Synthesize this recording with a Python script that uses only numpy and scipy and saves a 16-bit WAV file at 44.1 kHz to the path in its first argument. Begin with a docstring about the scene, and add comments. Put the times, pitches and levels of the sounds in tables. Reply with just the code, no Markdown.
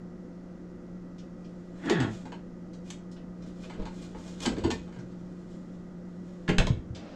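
"""Rummaging in a refrigerator

Someone rummages in a refrigerator across a small kitchen, over the hum of its compressor.
A drawer judders open by stick and slip, packaging rustles in tiny grains, and tubs bump as hollow bursts.
Bottles and jars knock together and ring at their own modes; dull blows wake the modes of the cabinet.
Then the door thuds shut and the bottles in its racks clatter; air hisses in past the seal as shaped noise."""
import sys
import numpy as np
from scipy import signal
from scipy.fft import rfft, irfft, next_fast_len
from scipy.io import wavfile

SR = 44100
rng = np.random.default_rng(int(sys.argv[2]) if len(sys.argv) > 2 else 0)


def log_audio(samples):
    """Write samples as a 16-bit WAV file to the path given in sys.argv[1]."""
    # one column per channel
    frames = np.atleast_2d(samples).T
    # limit to full scale, then quantise
    limited = np.clip(frames, -1, 1)
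    pcm = np.round(limited * 32767).astype(np.int16)
    wavfile.write(sys.argv[1], SR, pcm)


N = 315403
TIME = np.arange(N) / SR   # seconds

# Ringing modes of three glass vessels. Each row: frequency in Hz, relative level in dB, t60 in seconds.
BOTTLE = [(810, 0, 0.042), (1737, 5, 0.13), (2710, -24, 0.065), (3170, -6, 0.054), (3390, -9, 0.078),
          (3760, -11, 0.075), (4260, -14, .045), (5050, -9, 0.062), (6860, 7, 0.014), (7240, 3, .035)]
FLASK = [(896, 7, .1), (1680, -13, 0.088), (1780, 0, 0.15), (2780, -10, .09), (3067, 14, 0.055),
         (3700, -10, .08), (4560, -11, 0.068), (5400, -3, .07), (6800, 4, 0.049), (7450, 11, 0.043)]
JAR = [(1156, 0, 0.078), (1363, -5, 0.054), (1780, 20, 0.15), (2520, 12.5, .14), (3100, -2, 0.06),
       (3290, 5, 0.08), (3880, -14, 0.14), (4810, -30, 0.062), (5270, -6, .09), (6300, -20, .08),
       (6900, -18, .08)]
# Bottles and jars knocking on the shelves. 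Each row: start in seconds, relative level in dB,
# brightness in dB per octave, time constant of the chatter in seconds, direct sound in dB, vessel, ring in dB.
SHELF_KNOCKS = [(1.856, -58.5, -4.5, 0.0028, 4, BOTTLE, -6), (1.896, -42, -3, 0.0023, 6.5, BOTTLE, 1),
                (1.901, -39, -2, 0.0014, -4.5, BOTTLE, 3), (1.921, -51, -6, 0.0017, 5.5, BOTTLE, 9),
                (2.001, -45, -1, 0.0012, -1, BOTTLE, -3), (2.901, -50.5, 1.5, 0.0025, 1.5, JAR, -8),
                (4.403, -58.5, 2, 0.0013, 6, FLASK, -21), (4.451, -38, -4.5, 0.0028, -5.5, FLASK, -11),
                (4.457, -42, 1.1, 0.0025, 4, FLASK, -3.5), (4.636, -42, -4.5, 0.0024, -8, JAR, -15),
                (4.702, -47, -3, 0.0045, 7.5, JAR, -14), (4.712, -41.5, -2, 0.0016, 1, JAR, 0)]
# The door meets the frame, seals and rebounds. Each row: start in seconds, relative clatter level in dB,
# brightness in dB per octave, time constant of the chatter in seconds, treble cushioned by the seal in dB,
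# rack resonance in Hz, its boost in dB, relative thud level in dB, thud pitch in Hz,
# relative rocking level in dB.
DOOR_IMPACTS = [(6.477, -50.5, -3.5, 0.0036, 0, 1760, 14, -53, 400, -53),
                (6.488, -35.5, -3, 0.0051, 4.5, 2430, 4, -20, 282, -30),
                (6.582, -30.5, -1, 0.0015, 3.5, 3130, 5, -23, 136, -17.5),
                (6.598, -40.5, -6.5, 0.0028, 5, 1980, -2, -47, 220, -43),
                (6.668, -42, -3.5, 0.0016, -1.5, 3480, 1, -32.5, 280, -55)]
# Colour of a knock. Each row: lower edge of the band in Hz, relative level on a shelf in dB,
# relative level in the door racks in dB.
KNOCK_BANDS = [(365, -10, -9.5), (593, -1.5, -5.5), (980, -1, -4.5), (1650, -2.5, -3), (2110, 0.5, -2),
               (3010, 3, 0.5), (4470, 1, -3), (6700, -0.5, -6), (7810, -14, -15.5)]
KNOCK_TOP_HZ, BRIGHTNESS_PIVOT_HZ = 10800, 2630
# Plastic tubs and cartons bumping. Each row: start in seconds, relative level in dB,
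# brightness in dB per octave, time constant of the chatter in seconds, hollow resonance in Hz,
# its boost in dB.
TUB_BUMPS = [(2.008, -54.5, -5.5, 0.0042, 830, 12), (2.029, -59.5, -5, 0.0022, 760, 9.5),
             (2.252, -60, -2.5, 0.0033, 840, 14.5), (2.319, -53.5, -7.5, 0.0014, 2200, 2.5),
             (3.695, -54.5, -5.5, 0.0042, 1900, 5), (3.733, -62, -3.5, 0.0035, 1950, 8),
             (3.796, -64, -6, 0.0015, 1350, 5), (3.819, -62, -4, 0.0012, 800, 9),
             (3.853, -52.5, -3.5, 0.0014, 910, 6.5), (4.146, -64, -10.5, 0.0015, 1580, 6.5),
             (4.566, -54.5, -6, 0.0014, 850, -4), (4.581, -55, -1, 0.0021, 1450, 5),
             (4.654, -59, -7.5, .004, 1190, 5), (4.877, -69, -5, 0.0014, 1180, 10),
             (4.923, -68, -2, 0.0027, 1570, 12.5), (4.961, -63.5, -8, 0.0012, 845, -3),
             (4.986, -73.5, -6, 0.0033, 1490, 16), (5.114, -74, -1, 0.0018, 1150, 14)]
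# Light taps and ticks. Each row: start in seconds, relative level in dB, pitch of the tap in Hz.
LIGHT_TAPS = [(1.1826, -81.5, 3970), (1.4454, -86.5, 3450), (2.733, -83, 5030), (2.866, -95, 5110),
              (3.114, -84, 7400), (3.163, -82.5, 2070), (3.421, -84.5, 3330), (3.6355, -76, 1960),
              (4.988, -85.5, 4220), (6.949, -72, 3670)]
# Dull blows to the cabinet and floor. Each row: start in seconds, relative level in dB, centre in Hz,
# t60 in seconds.
DULL_BLOWS = [(1.869, -27, 265, 0.2), (1.901, -21, 345, 0.13), (1.921, -26.5, 377, .12),
              (1.998, -29, 289, 0.33), (2.005, -39.5, 66.3, 0.3), (2.253, -40.5, 255, 0.19),
              (3.792, -31, 28.2, 0.38), (4.467, -21, 250, 0.16), (4.517, -36, 300, .2),
              (4.574, -29, 322, 0.11), (4.638, -26.5, 86, 0.12), (4.646, -21.5, 283, 0.18),
              (4.672, -32, 406, 0.19), (4.723, -26, 265, 0.07), (4.96, -46.5, 115, 0.98),
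              (6.701, -11, 95.4, 0.05), (6.768, -36.5, 261, 0.11), (6.801, -30, 79, 0.066),
              (6.902, -25.5, 92, 0.057)]
# Modes of the cabinet and its shelves. Each row: frequency in Hz, relative level in dB.
CABINET_MODES = [(25, 10), (52, 2.5), (68, -6), (88, 2), (112, 3.5), (134, 3), (182, 13), (222, 0),
                 (247, 3.5), (284, -1), (322, 0), (360, -3.5), (410, 0), (455, -2), (510, -2.5), (620, -2)]
# Resonances of the drawer walls. Each row: frequency in Hz, width in Hz, relative level in dB.
DRAWER_WALLS = [(406, 37, 5), (506, 34, 5), (740, 39, 3), (855, 70, 10.5), (1135, 57, 3), (1280, 64, 7.5),
                (1405, 110, 7), (1640, 40, 4), (1738, 59, 7), (1845, 37, 7.5), (2500, 130, -3),
                (3250, 150, 2.5)]
# Hands and sleeves brushing bags and packets. Each row: height of the stroke in seconds,
# relative level in dB, time to rise and fall by 20 dB in seconds.
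RUSTLE_STROKES = [(1.6, -66, 0.82), (1.88, -47, 0.25), (2.15, -49.5, 0.42), (2.88, -53, 0.12),
                  (3.47, -54.5, 0.19), (3.65, -53, 0.36), (4.02, -45.5, 0.23), (4.28, -46, 0.4),
                  (4.43, -38.5, 0.13), (4.8, -61.5, 1.9), (5.48, -63, 2.8), (6.38, -61, 1)]
# Colour of the rustle. Each row: frequency in Hz, relative level in dB per Hz.
RUSTLE_COLOUR = [(900, -1), (1800, -7), (3300, -3.5), (5500, -8), (7400, -6.5), (9000, -18.5),
                 (12500, -32.5), (15000, -40.5)]
# Jars pushed along a shelf. Each row: height of the stroke in seconds, relative level in dB,
# time to rise and fall by 20 dB in seconds.
SHOVE_STROKES = [(3.45, -46.5, 0.27), (3.66, -52, 0.26), (3.81, -41, 0.16), (4.17, -53, 0.68),
                 (4.55, -39, 0.63), (4.8, -58, .3)]
# Colour of the shoving. Each row: frequency in Hz, relative level in dB per Hz.
SHOVE_COLOUR = [(400, 14.5), (800, -6.5), (1400, -10), (2500, -20.5), (4000, -19), (10000, -47)]
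# Colour of the air drawn in past the seal. Each row: frequency in Hz, relative level in dB per Hz.
SEAL_COLOUR = [(200, -10), (350, -3), (580, 6.5), (1000, -6), (2000, -10), (4000, -14), (5500, -19),
               (7500, -30), (12500, -66)]
# Lines of the compressor and fan. Each row: frequency in Hz, rms level with the door open in dB.
HUM_LINES = [(44.4, -63.5), (87.5, -64), (118.4, -62), (178.2, -44.5), (356.5, -57), (503, -67.5),
             (651, -71.5), (1237.5, -74), (1943.5, -76)]
# Colour of the fan and ducts. Each row: frequency in Hz, relative level in dB per Hz.
AIR_COLOUR = [(15, -12.5), (25, -8), (60, -15.5), (100, -22), (130, -15.5), (180, -6), (215, -6),
              (330, -8.5), (440, -20.5), (510, -12.5), (620, -22), (1050, -31.5), (1350, -29), (1700, -36),
              (2080, -37), (2700, -85)]
# Colour of the faint hiss. Each row: frequency in Hz, relative level in dB per Hz.
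HISS_COLOUR = [(1500, -7.5), (2300, -2), (3700, -6.5), (5500, -4.5), (7200, -8), (8600, -18), (12300, -26),
               (15000, -41.5)]
# Decay of the kitchen's tail. Each row: frequency in Hz, t60 in seconds.
KITCHEN_T60 = [(100, 0.6), (500, 0.27), (2000, 0.37), (6000, 0.28), (14000, 0.075)]


def from_db(db):
    """Decibels to gain."""
    return 10 ** (np.asarray(db) / 20)


def rms_one(x):
    """Scale to rms 1."""
    return x / np.sqrt(np.mean(x ** 2) + 1e-20)


def unit_energy(x):
    """Scale to the energy of a unit click."""
    return x / np.sqrt(np.sum(x ** 2) + 1e-20)


def fade(t, t60):
    """Free decay, 60 dB in t60."""
    return np.exp(-np.log(1000) * t / np.maximum(t60, 1e-4))


def swell(s, rise_s, hold_s, fall_s):
    """Rises 20 dB per rise_s to reach 1 at s, holds, then falls 20 dB per fall_s."""
    before = (s - TIME) / max(rise_s, 1e-3)
    after = (TIME - s - hold_s) / max(fall_s, 1e-3)
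    return from_db(-20 * np.clip(np.maximum(before, after), 0, 10))


def at_hz(points, hz):
    """Read a curve on a log-frequency axis."""
    known_hz, values = np.transpose(points)
    return np.interp(np.log(np.maximum(hz, 1)), np.log(known_hz), values)


def band(x, low_hz, high_hz, order=2):
    """Causal band-pass."""
    return signal.sosfilt(signal.butter(order, [low_hz, high_hz], "band", fs=SR, output="sos"), x)


def coloured(x, spectrum):
    """Give a steady sound a spectrum; rms 1."""
    size = next_fast_len(N)
    gain = from_db(at_hz(spectrum, np.fft.rfftfreq(size, 1 / SR)))
    return rms_one(irfft(rfft(x, size) * gain, size)[:N])


def drift(rate):
    """Slow chance with normal knots of spread 1, rate of them per second."""
    knots = rng.standard_normal(N // 100)
    return np.interp(TIME * rate, np.arange(len(knots)), knots)


def add(out, s, sound):
    """Mix a sound in at a time."""
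    start = round(s * SR)
    out[start:start + len(sound)] += sound[:N - start]


def contact(chatter_s, rattle_db, rattle_t60, rattles_per_s, ring=0):
    """A contact swells and dies within milliseconds, leaves the neighbours rattling and starts any ring."""
    t = np.arange(SR // 4) / SR
    age = t / max(chatter_s, 1e-4)
    chatter = unit_energy(rng.standard_normal(len(t)) * age * np.exp(-age))
    touches = rng.standard_normal(len(t)) * (rng.random(len(t)) < rattles_per_s / SR)
    rattle = unit_energy(touches * fade(t, rattle_t60))
    return chatter + (ring + from_db(rattle_db) * rattle) * (1 - np.exp(-age))


def clink(struck, brightness, in_door, cushion_db=0, level_db=25.0):
    """A knock is coloured by where it lands, tilted by its brightness; a cushion takes the top off."""
    out = 0
    tops = [row[0] for row in KNOCK_BANDS[1:]] + [KNOCK_TOP_HZ]
    for (lo, shelf_db, door_db), hi in zip(KNOCK_BANDS, tops):
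        tilt_db = brightness * np.log2(np.sqrt(lo * hi) / BRIGHTNESS_PIVOT_HZ)
        tilt_db = tilt_db - cushion_db * (lo > BRIGHTNESS_PIVOT_HZ)
        place_db = door_db if in_door else shelf_db
        out = out + from_db(level_db + tilt_db + place_db) * unit_energy(band(struck, lo, hi, order=3))
    return out


def glass(modes, detune=0.003, uneven_db=3.0):
    """A struck vessel rings at its own modes, a little differently on each blow."""
    t = np.arange(SR // 4) / SR
    hz, mode_db, t60 = np.transpose(modes)[:, :, None]
    hz = hz * np.exp(detune * rng.standard_normal(hz.shape))
    gain = from_db(mode_db + uneven_db * rng.standard_normal(hz.shape))
    return unit_energy((gain * np.sin(2 * np.pi * hz * t) * fade(t, t60)).sum(0))


def shelf_ring(count=40, t60=0.022, scatter=0.021):
    """The shelf answers a knock with many short modes."""
    t = np.arange(SR // 4) / SR
    hz = np.geomspace(650, 9500, num=count)[:, None] * np.exp(scatter * rng.standard_normal((count, 1)))
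    signs = rng.choice([-1, 1], (count, 1))
    return unit_energy((signs * np.sin(2 * np.pi * hz * t)).sum(0) * fade(t, t60))


def knocks():
    """Bottles and jars touch; door and person screen some of them. Gives (into the room, direct)."""
    out, direct = np.zeros((2, N))
    for s, db, brightness, chatter_s, direct_db, vessel, ring_db in SHELF_KNOCKS:
        ring = from_db(ring_db) * glass(vessel) + shelf_ring()
        struck = contact(chatter_s, rattle_db=-4.5, rattle_t60=0.059, rattles_per_s=600, ring=ring)
        hit = from_db(db) * clink(struck, brightness, in_door=False)
        add(out, s, hit)
        add(direct, s, from_db(direct_db) * hit)
    return out, direct


def hollow(x, centre_hz, boost_db, q):
    """One broad resonance is boosted (or cut), as by a plastic wall."""
    return x + (from_db(boost_db) - 1) * signal.lfilter(*signal.iirpeak(centre_hz, q, fs=SR), x)


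def bumps():
    """Tubs and cartons land with a dull, hollow scuff and no glass ring."""
    out = np.zeros(N)
    for s, db, brightness, chatter_s, hollow_hz, hollow_db in TUB_BUMPS:
        struck = contact(chatter_s, rattle_db=-4.0, rattle_t60=0.055, rattles_per_s=740)
        hit = clink(struck, brightness, in_door=False)
        add(out, s, from_db(db) * hollow(hit, hollow_hz, hollow_db, q=2.8))
    return out


def taps(level_db=52.0, t60=0.06):
    """Thin plastic gives a short, bright tick."""
    out = np.zeros(N)
    t = np.arange(SR // 8) / SR
    for s, db, hz in LIGHT_TAPS:
        tick = band(rng.standard_normal(len(t)) * fade(t, t60), hz * .5, hz * 1.8)
        add(out, s, from_db(db + level_db) * unit_energy(band(tick, 800, 7400, order=4)))
    return out


def drawer(jitter=.13, grit=0.4, top_hz=3000, flex_s=0.000437):
    """The runners stick and slip ever more slowly, shake the tray and ring its walls. 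Gives (judder, scrape)."""
    pull_at_s, slowing_s = 1.885, .075
    first_slips_per_s, last_slips_per_s = 310, 90
    speed = np.exp(-np.maximum(TIME - pull_at_s, 0) / slowing_s)
    rate = last_slips_per_s + (first_slips_per_s - last_slips_per_s) * speed
    cycles = np.cumsum(rate * (1 + jitter * drift(150))) / SR
    slips = np.diff(np.floor(cycles), prepend=0) * from_db(2.7 * drift(120))
    # noise flares at each slip and dies before the next
    friction = slips + grit * rng.standard_normal(N) * np.exp(-2 * (cycles % 1))
    walls = np.zeros(N)
    for hz, width_hz, db in DRAWER_WALLS:
        walls += from_db(db) * signal.lfilter(*signal.iirpeak(hz, hz / width_hz, fs=SR), friction)
    walls = np.interp(TIME + flex_s * drift(45), TIME, walls)   # the walls flex, so their resonances waver
    judder_swell = swell(pull_at_s, rise_s=0.088, hold_s=0.2, fall_s=0.054)
    judder = from_db(-33.5) * judder_swell * rms_one(band(slips, 85, 265))
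    scrape_db = -37.5 + 3 * speed   # louder while the drawer is still fast
    scrape_swell = swell(pull_at_s, rise_s=0.071, hold_s=0.14, fall_s=0.07)
    scrape = from_db(scrape_db) * scrape_swell * rms_one(band(walls, 220, top_hz, order=3))
    return judder, scrape


def rubbing(strokes, colour, grains_per_s, rise_share, uneven_db, grain_db, level_db):
    """Each stroke swells and dies away: dense tiny slips of uneven size under the moving hand."""
    swells = [from_db(db) * swell(s, rise_share * length, 0, (1 - rise_share) * length)
              for s, db, length in strokes]
    effort = np.max(swells, axis=0)
    grain_size_db = uneven_db * drift(35) + grain_db * np.minimum(rng.exponential(1, N), 4)
    grains = (rng.random(N) < grains_per_s / SR) * rng.uniform(-1.12, 1, N) * from_db(grain_size_db)
    return from_db(level_db) * effort * coloured(grains, colour)


def thud(centre_hz, spread_octaves, t60, rise_s=0.00041, detune=0.025, level_db=2.0,
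         shudder_db=-5, shudder_t60=0.11):
    """A blow wakes the cabinet modes near its pitch and shudders the load; panels take a moment to get going."""
    t = np.arange(SR // 2) / SR
    hz, mode_db = np.transpose(CABINET_MODES)[:, :, None]
    signs = (-1) ** np.arange(len(hz))[:, None]
    loaded_hz = hz * (1 + detune * rng.standard_normal(hz.shape))   # the load shifts each mode
    modes = signs * np.sin(2 * np.pi * loaded_hz * t)
    nearness = np.exp(-.5 * (np.log2(hz / centre_hz) / spread_octaves) ** 2)
    weights = unit_energy(from_db(mode_db) * nearness)
    boom = (weights * modes).sum(0) * fade(t, t60)
    loose = rms_one(band(rng.standard_normal(len(t)), centre_hz * 0.77, centre_hz * 1.39))
    shudder = from_db(shudder_db) * loose * fade(t, min(t60, shudder_t60))
    return from_db(level_db) * (boom + shudder) * (1 - np.exp(-t / rise_s))


def thumps(widening=0.21):
    """Heavy things bump the cabinet and the floor; the deeper the blow, the wider its spread of modes."""
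    out = np.zeros(N)
    for s, db, centre_hz, t60 in DULL_BLOWS:
        spread_octaves = 0.2 * (250 / centre_hz) ** widening
        add(out, s, from_db(db) * thud(centre_hz, spread_octaves, t60))
    return out


def door():
    """Impacts rattle the racks, boom in the panels, rock the cabinet. Gives (clatter, its reflections, boom)."""
    spread_octaves = 1   # the whole door strikes, so many cabinet modes wake
    clatter, echo, boom = np.zeros((3, N))
    for (s, clatter_db, brightness, chatter_s, cushion_db,
         rack_hz, rack_db, thud_db, thud_hz, rock_db) in DOOR_IMPACTS:
        struck = contact(chatter_s, rattle_db=-13.5, rattle_t60=0.13, rattles_per_s=700)
        knock = clink(struck, brightness, in_door=True, cushion_db=cushion_db)
        hit = from_db(clatter_db) * hollow(knock, rack_hz, rack_db, q=2.7)
        add(clatter, s, hit)
        add(echo, s, from_db(1.0) * kitchen(hit, early_t60=.15, late_db=-5.5))
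        add(boom, s, from_db(thud_db) * thud(thud_hz, spread_octaves, t60=0.35))
        add(boom, s, from_db(rock_db) * thud(26, spread_octaves, t60=0.41))   # rocking
    return clatter, echo, boom


def seal():
    """With the door shut, air is drawn in past the seal in a soft, steady rush."""
    rush = coloured(rng.standard_normal(N), SEAL_COLOUR)
    return from_db(-51.5) * swell(6.96, rise_s=0.01, hold_s=1, fall_s=1) * rush


def compressor(waver_db=1.5, wander=0.6, shut_db=-6.0):
    """Motor and fan lines waver in level and phase, and sink in level as the door shuts."""
    lines = np.zeros(N)
    for hz, db in HUM_LINES:
        level = from_db(db + waver_db * drift(8.4))
        lines += level * np.sin(2 * np.pi * hz * TIME + wander * drift(17))   # wander in radians
    shutting_db = np.interp(TIME, [6.5, 6.7], [0, shut_db])
    return np.sqrt(2) * lines * from_db(shutting_db)   # root 2 turns rms into peak


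def fan_air():
    """Fan and ducts give a steady rush of shaped noise."""
    return from_db(-47) * coloured(rng.standard_normal(N), AIR_COLOUR)


def faint_hiss():
    """A faint, steady noise lies in the treble."""
    return from_db(-72) * coloured(rng.standard_normal(N), HISS_COLOUR)


def kitchen(x, early_t60=0.2, late_db=-6.5):
    """Reflections only: a dense spray from cupboards and floor, and a weaker tail."""
    t = np.arange(SR // 2) / SR
    edges = np.geomspace(40, 16000, 10)
    tail = np.zeros(len(t))
    for lo, hi in zip(edges, edges[1:]):
        tail += band(rng.standard_normal(len(t)), lo, hi) * fade(t, at_hz(KITCHEN_T60, np.sqrt(lo * hi)))
    early = rng.standard_normal(len(t)) * (rng.random(len(t)) < .15) * fade(t, early_t60)
    response = unit_energy(early) + from_db(late_db) * unit_energy(tail)
    response = response * (t > .001)   # nothing returns in the first millisecond
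    return signal.fftconvolve(x, unit_energy(response))[:N]


def scene():
    """The refrigerator is heard across the room, above a steady rush of air and a faint hiss."""
    shelves, shelves_direct = knocks()
    tubs = bumps()
    judder, scrape = drawer()
    rustle = rubbing(RUSTLE_STROKES, RUSTLE_COLOUR, grains_per_s=920, rise_share=0.6,
                     uneven_db=2.5, grain_db=1.0, level_db=-6.5)
    shove = rubbing(SHOVE_STROKES, SHOVE_COLOUR, grains_per_s=780, rise_share=0.49,
                    uneven_db=2, grain_db=2.0, level_db=1.5)
    handling = taps() + rustle + shove
    racks, racks_echo, boom = door()
    low = thumps() + boom + judder
    direct = shelves_direct + from_db(-3.0) * tubs + from_db(-6.5) * handling
    direct = direct + from_db(2.5) * racks + from_db(1.0) * low
    # each place of contact has its own pattern of reflections
    reflected = kitchen(shelves + tubs) + racks_echo + from_db(0.6) * kitchen(handling)
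    reflected = reflected + kitchen(scrape) + from_db(-4) * kitchen(low)   # the scrape is only heard reflected
    background = compressor() + fan_air() + faint_hiss()
    return (direct + reflected + seal() + background)[None]


def record(dry):
    """A steep low-pass cuts the top above 14.5 kHz."""
    return signal.sosfilt(signal.ellip(10, .1, 80, 14500, fs=SR, output="sos"), dry)


dry = scene()
out = record(dry)
log_audio(out)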